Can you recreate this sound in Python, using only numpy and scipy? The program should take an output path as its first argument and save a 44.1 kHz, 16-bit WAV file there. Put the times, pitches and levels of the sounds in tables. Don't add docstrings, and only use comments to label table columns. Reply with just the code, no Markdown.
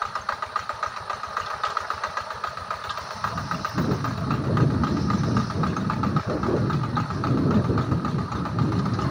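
import sys
import numpy as np
from scipy import signal
from scipy.fft import rfft, irfft, next_fast_len
from scipy.io import wavfile
from scipy.ndimage import uniform_filter1d, map_coordinates

SR = 44100
rng = np.random.default_rng(int(sys.argv[2]) if len(sys.argv) > 2 else 0)


def bounce(signal):
    frames = np.transpose(np.atleast_2d(signal))
    limited = np.clip(frames, -1, 1)
    pcm = np.round(limited * 32767).astype(np.int16)
    wavfile.write(sys.argv[1], SR, pcm)


N = 401310
TIME = np.arange(N) / SR
T = np.arange(SR // 6) / SR

# f/Hz, level/dB
METAL_SPECTRUM = [(150, -43), (210, -10.5), (300, -41), (400, -10.5), (540, -10.5), (630, -2), (730, -11.5),
                  (850, -5), (1080, -6), (1240, 0.5), (1420, -7.5), (1900, -14), (2300, -26.5),
                  (5000, -55.5)]


def amp(db):
    return 10 ** (np.asarray(db) / 20)


def unit(x):
    return x / np.sqrt(np.mean(x ** 2) + 1e-20)


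def curves(rows):
    times, *columns = np.transpose(rows)
    return [np.interp(TIME, times, column) for column in columns]


def bumps(rows):
    return sum(amp(db) * np.exp(-((TIME - s) / half) ** 2) for s, half, db in rows)


def wobble(rate):
    return map_coordinates(rng.standard_normal(int(N * rate / SR) + 4), [TIME * rate])


def burst(rise, t60):
    shape = (1 - np.exp(-(T / rise) ** 2)) * amp(-60 * T / t60)
    return shape / shape.max()


def filtered(x, response):
    size = next_fast_len(N + SR // 2)
    return irfft(rfft(x, size) * response(np.fft.rfftfreq(size, 1 / SR)), size)[:N]


def noise(spectrum, patchy_db=0, frame=512):
    f, level = np.transpose(spectrum)
    cells = signal.stft(rng.standard_normal(N), nperseg=frame)[2]
    patches = uniform_filter1d(rng.standard_normal(cells.shape), size=2, axis=0)
    patches = uniform_filter1d(patches, size=5, axis=1)
    patchy = signal.istft(cells * amp(patchy_db * unit(patches)), nperseg=frame)[1][:N]
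    return unit(filtered(patchy, lambda hz: amp(np.interp(np.log(hz + 1), np.log(f), level))))


def add(track, s, sound):
    start = max(round(s * SR), 0)
    part = track[start:start + len(sound)]
    part += sound[:len(part)]


def hiss(rest_db=-68.5):
    # t/s, half length/s, level/dB
    swells = [(1.85, 0.46, -56), (3.1, 0.12, -53), (3.68, 0.42, -48), (5, 0.18, -48.5), (5.4, 0.2, -47),
              (6.35, 0.37, -58), (7.16, .06, -52)]
    # f/Hz, level/dB
    spectrum = [(3500, -45.5), (4700, 6), (5300, 10.5), (6100, 4), (6600, -12.5), (9000, -48)]
    return (amp(rest_db) + bumps(swells)) * noise(spectrum, patchy_db=2.5) * amp(1.6 * wobble(40))


def wind(ceiling=.28):
    # t/s, level/dB
    strength = [(2.2, -100), (2.6, -55.5), (3.2, -66), (3.26, -43.5), (3.61, -35.5), (3.7, -72),
                (3.78, -20), (4.2, -37), (4.33, -23), (5.38, -25), (5.5, -35), (5.57, -22.5), (5.9, -30),
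                (6.19, -26), (6.25, -83), (6.28, -28.5), (6.98, -26), (7.07, -36), (7.42, -19),
                (8.3, -30.5), (8.65, -24.5), (9.1, -26)]
    # t/s, half length/s, level/dB
    gusts = [(3.902, 0.051, -32.5), (4.52, 0.12, -33.5), (5.29, 0.038, -31.5), (5.59, 0.034, -35),
             (6.335, 0.043, -24), (6.528, 0.061, -22.5), (7.6, 0.22, -35)]
    # f/Hz, level/dB
    rumble_spectrum = [(20, -28.5), (40, -29), (60, -12), (85, -0.5), (130, 2.5), (200, -7), (400, -34.5),
                       (1500, -79.5)]
    buffet_spectrum = [(20, -36), (45, -30), (65, -13), (85, -4), (115, .5), (165, 1.5), (260, -2.5),
                       (330, -7.5), (420, -13), (600, -24), (1500, -50), (4000, -80)]
    flutter_spectrum = [(150, -53.5), (300, 0.5), (400, -1.5), (600, -7.5), (900, -21.5), (1500, -28),
                        (4000, -82)]
    strength_db, = curves(strength)
    rumble = amp(np.minimum(0.78 * strength_db - 3.5, -32)) * noise(rumble_spectrum)
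    buffet = amp(strength_db) * noise(buffet_spectrum, patchy_db=3, frame=2048)
    turbulence = amp(2 * wobble(24))
    flutter_gain = amp(1.23 * strength_db - 13.5) + bumps(gusts)
    flutter = flutter_gain * noise(flutter_spectrum, patchy_db=3, frame=1024)
    air = turbulence * (rumble + buffet + flutter)
    return air / (1 + (air / ceiling) ** 4) ** .25


def firing_times(first_s=.018):
    # t/s, firing rate/Hz
    speed = [(0, 7.413), (1.37, 7.475), (3.24, 7.389), (3.65, 7.584), (4.57, 7.528), (6.16, 7.49),
             (6.7, 7.407), (8.32, 7.457)]
    times, rate = np.transpose(speed)
    cycles = np.cumsum(rate[np.searchsorted(times, TIME, side="right") - 1]) / SR
    return first_s + np.interp(np.arange(int(cycles[-1]) + 1), cycles, TIME)


def cover_ring(detune=0.019):
    # f/Hz, t60/s, level/dB
    cover_modes = [(2150, 0.1, -7), (2500, 0.085, 1.5), (2720, 0.14, -2.5), (3103, 0.14, -7),
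                   (3695, 0.094, -3), (3980, 0.052, 8), (4390, 0.051, 3.5)]
    hz, t60, level = np.transpose(cover_modes)[:, :, None]
    pitch, phase = rng.standard_normal((2, len(cover_modes), 1))
    modes = amp(level - 60 * T / t60) * np.sin(2 * np.pi * (hz * (1 + detune * pitch) * T + phase))
    ring = modes.sum(0) * (1 - np.exp(-T / 0.0021))
    return ring / np.sqrt(np.sum(ring ** 2) / (.01 * SR))


def block_ring(behind, rise, scatter_db=1.1, detune=0.012):
    # f/Hz, t60/s, side level/dB, rear level/dB
    block_modes = [(607, 0.014, -33.5, -10.5), (841, 0.064, -14.5, -4.5), (1035, 0.044, -7.5, -19.5),
                   (1206.6, 0.1, -10.5, -5), (1244.4, 0.05, 3, -5.5), (1284.5, 0.068, -8, -2),
                   (1480, 0.015, 4, -5), (1597, 0.12, -14.5, -25.5), (1924, 0.065, -15, -36.5)]
    hz, t60, side_db, rear_db = np.transpose(block_modes)[:, :, None]
    size, pitch, phase = rng.standard_normal((3, len(block_modes), 1))
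    level = side_db + behind * (rear_db - side_db) + scatter_db * size
    modes = amp(level - 60 * T / t60) * np.sin(2 * np.pi * hz * (1 + detune * pitch) * T + 0.97 * phase)
    ring = modes.sum(0) * (1 - np.exp(-(T / rise) ** 2))
    return ring / np.sqrt(np.mean(ring[T < .012] ** 2))


def clinks():
    # t/s, f/Hz, level/dB, spread of the partials/octaves
    strikes = [(.211, 6300, -48, 0.022), (1.459, 4330, -36, 0.35), (1.648, 3980, -33.5, 0.34),
               (1.699, 4800, -38.5, 0.4), (2.892, 3790, -31, 0.19), (2.902, 5200, -37.5, 0.25),
               (5.181, 5980, -43, 0.034), (5.764, 6270, -44, 0.034), (6.728, 4380, -41, 0.19),
               (6.955, 3860, -37, 0.059), (8.787, 4600, -39.5, 0.28), (8.934, 4880, -39.5, 0.24),
               (9.013, 5730, -44, 0.12)]
    out = np.zeros(N)
    for s, hz, db, spread in strikes:
        pitch, phase = rng.standard_normal((2, 80, 1))
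        partials = hz * 2 ** (spread * pitch)
        cluster = (np.sin(2 * np.pi * (partials * T + phase)) * hz / partials).sum(0)
        fitting = burst(0.0018, 0.11) * unit(cluster)
        add(out, s, amp(db - 0.5) * (fitting + 4 * spread * block_ring(0, rise=0.014)))
    return out


def exhaust(puff_hz=88, width_s=0.01, lag_s=0.0497, puff_db=-36.5, tail_db=-46):
    # f/Hz, level/dB
    tail_spectrum = [(30, -32), (70, -2), (125, 2), (165, -4.5), (220, -6), (320, -19), (1000, -50)]
    puffs, tail = np.zeros((2, N))
    for s in firing_times():
        slip, size = rng.uniform(-0.9, 1, 2)
        from_peak = T - lag_s - 0.0012 * slip
        puff = np.exp(-(from_peak / width_s) ** 2) * np.cos(2 * np.pi * puff_hz * from_peak + 0.36)
        add(puffs, s, amp(puff_db + 2 * size) * puff)
        add(tail, s + lag_s, amp(tail_db) * burst(.008, 0.37))
    return puffs + tail * noise(tail_spectrum)


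def clatter(fade_db=1.5):
    # t/s, clatter level/dB, level of the steady high rasp/dB
    levels = [(0.0, -38, -50.5), (0.61, -39, -50.5), (1.82, -35, -48.5), (2.48, -39, -50.5),
              (3.01, -36.5, -46.5), (4.6, -38.5, -51.5), (5.4, -39, -49), (6.18, -38, -53),
              (6.69, -38.5, -52), (8.64, -40.5, -52.5), (9.1, -36.5, -48.5)]
    # f/Hz, level/dB
    high_rasp_colour = [(1500, -25.5), (2400, -4), (3300, -5.5), (3900, 1.5), (4350, 6), (4750, -3),
                        (6100, -5.5), (6600, -18), (7000, -17.5), (8200, -22), (9350, -8), (10300, -23),
                        (12000, -37.5), (13700, -40), (15500, -22)]
    clatter_db, rasp_db = curves(levels)
    contacts = np.zeros(N)
    firings = firing_times()
    for s in firings:
        for lag in (.066, .078, .097, .115):
            slip, size = rng.standard_normal(2)
            contact_db = 3 * size - 55 * lag
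            add(contacts, s + lag + 0.0034 * slip, amp(contact_db - 13) * cover_ring())
            add(contacts, s + lag + 0.002974 * slip, amp(contact_db - 0.7) * block_ring(0.51, 0.00055))
    cycle = np.interp(TIME, firings, np.arange(len(firings))) % 1
    settling = amp(fade_db * (.5 - cycle - cycle ** 6))
    grind = noise(METAL_SPECTRUM, patchy_db=3, frame=1024) * amp(1.85 * wobble(120))
    high_rasp = amp(rasp_db + 0.6) * noise(high_rasp_colour, patchy_db=3) * amp(0.86 * wobble(80))
    return amp(clatter_db + 0.33) * (settling * grind + contacts) + np.sqrt(settling) * high_rasp


def knocks(turn_start_s=2.85, turn_s=5.75, slap_lag_s=.0325, slap_swing_db=10.5, uneven_db=1.5):
    # t/s, full knock level/dB, limp/dB (above 0 odd firings weaken, below 0 even ones)
    effort = [(0, -18, 4.5), (.65, -18.5, 2.5), (.98, -22, 6.5), (1.5, -20, 7.5), (1.77, -19, -1),
              (2.04, -21, 0), (2.68, -20.5, 9), (2.86, -28, 2.5), (3.25, -20, 6.5), (3.62, -19, 1.5),
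              (3.87, -28.5, -0.5), (4.15, -23, 12), (5.5, -20.5, 7), (5.95, -20, -0.5), (6.55, -22.5, 10),
              (6.97, -19.5, 5.5), (7.4, -24, 5.5), (8.2, -25, 6), (9, -26, -5.5)]
    # f/Hz, level/dB
    crack_spectrum = [(900, -2.5), (2000, 3.5), (2750, 1.5), (3200, -2.5), (4000, 4), (4400, 2),
                      (4900, -4.5), (6200, -4.5), (7100, -11), (8300, -22.5), (12500, -39.5), (14200, -32),
                      (15200, -11), (15800, -30)]
    # t/s, level/dB
    tingle_levels = [(0, -81.5), (2.5, -66), (3.9, -52), (4.5, -67), (9.1, -75.5)]
    ring, crack, rattle, shaken = np.zeros((4, N))
    times, full_db, limp_db = np.transpose(effort)
    for k, s in enumerate(firing_times()):
        slip, size, slap_size, rattle_size = rng.uniform(-0.85, 1, 4)
        behind = np.clip((s - turn_start_s) / turn_s, 0, 1)
        lead_db = (-1) ** k * np.interp(s, times, limp_db)
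        weak_db = max(-lead_db, 0)

        knock_db = np.interp(s, times, full_db) - weak_db + uneven_db * size
        crack_db = -40.5 - 4.5 * behind - 0.62 * weak_db + uneven_db * size
        rattle_db = -30 - 3 * behind - 0.63 * weak_db + 3 * rattle_size
        add(ring, s - .0006, amp(knock_db - 2.2) * block_ring(behind, rise=0.0022))
        add(ring, s - .0006, amp(crack_db) * cover_ring())
        add(crack, s - .0005, amp(crack_db - 1.5) * burst(0.00087, 0.2))
        add(crack, s - .0005, amp(crack_db - 7) * burst(0.00042, 0.093))
        add(rattle, s + 0.0036, amp(rattle_db) * burst(0.0033, 0.16))
        add(shaken, s, amp(-0.62 * weak_db) * burst(.004, .3))

        slap_db = knock_db - 12 + slap_swing_db * np.tanh(lead_db / 4) + slap_size
        slap_s = s + slap_lag_s + .001 * slip
        add(ring, slap_s, amp(slap_db - 5) * block_ring(behind, rise=0.0016))
        add(ring, slap_s, amp(.5 * slap_db - 41.5) * cover_ring())
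        add(crack, slap_s, amp(.5 * slap_db - 32) * burst(0.00063, 0.39))
    tingle = amp(curves(tingle_levels)[0] + 5.5 * wobble(260)) * shaken
    tingle *= noise([(13000, -32), (14500, -6), (15200, 5.5), (15800, -11)])
    crack *= noise(crack_spectrum, patchy_db=5.5) * amp(1.2 * wobble(500))
    rattle *= noise(METAL_SPECTRUM, patchy_db=1.5)
    return ring + crack + rattle + tingle


def scene():
    return (knocks() + clatter() + exhaust() + clinks() + hiss() + wind())[None]


def record(dry, top_hz=15800):
    return filtered(dry[0], lambda hz: hz < top_hz)[None]


dry = scene()
out = record(dry)
bounce(out)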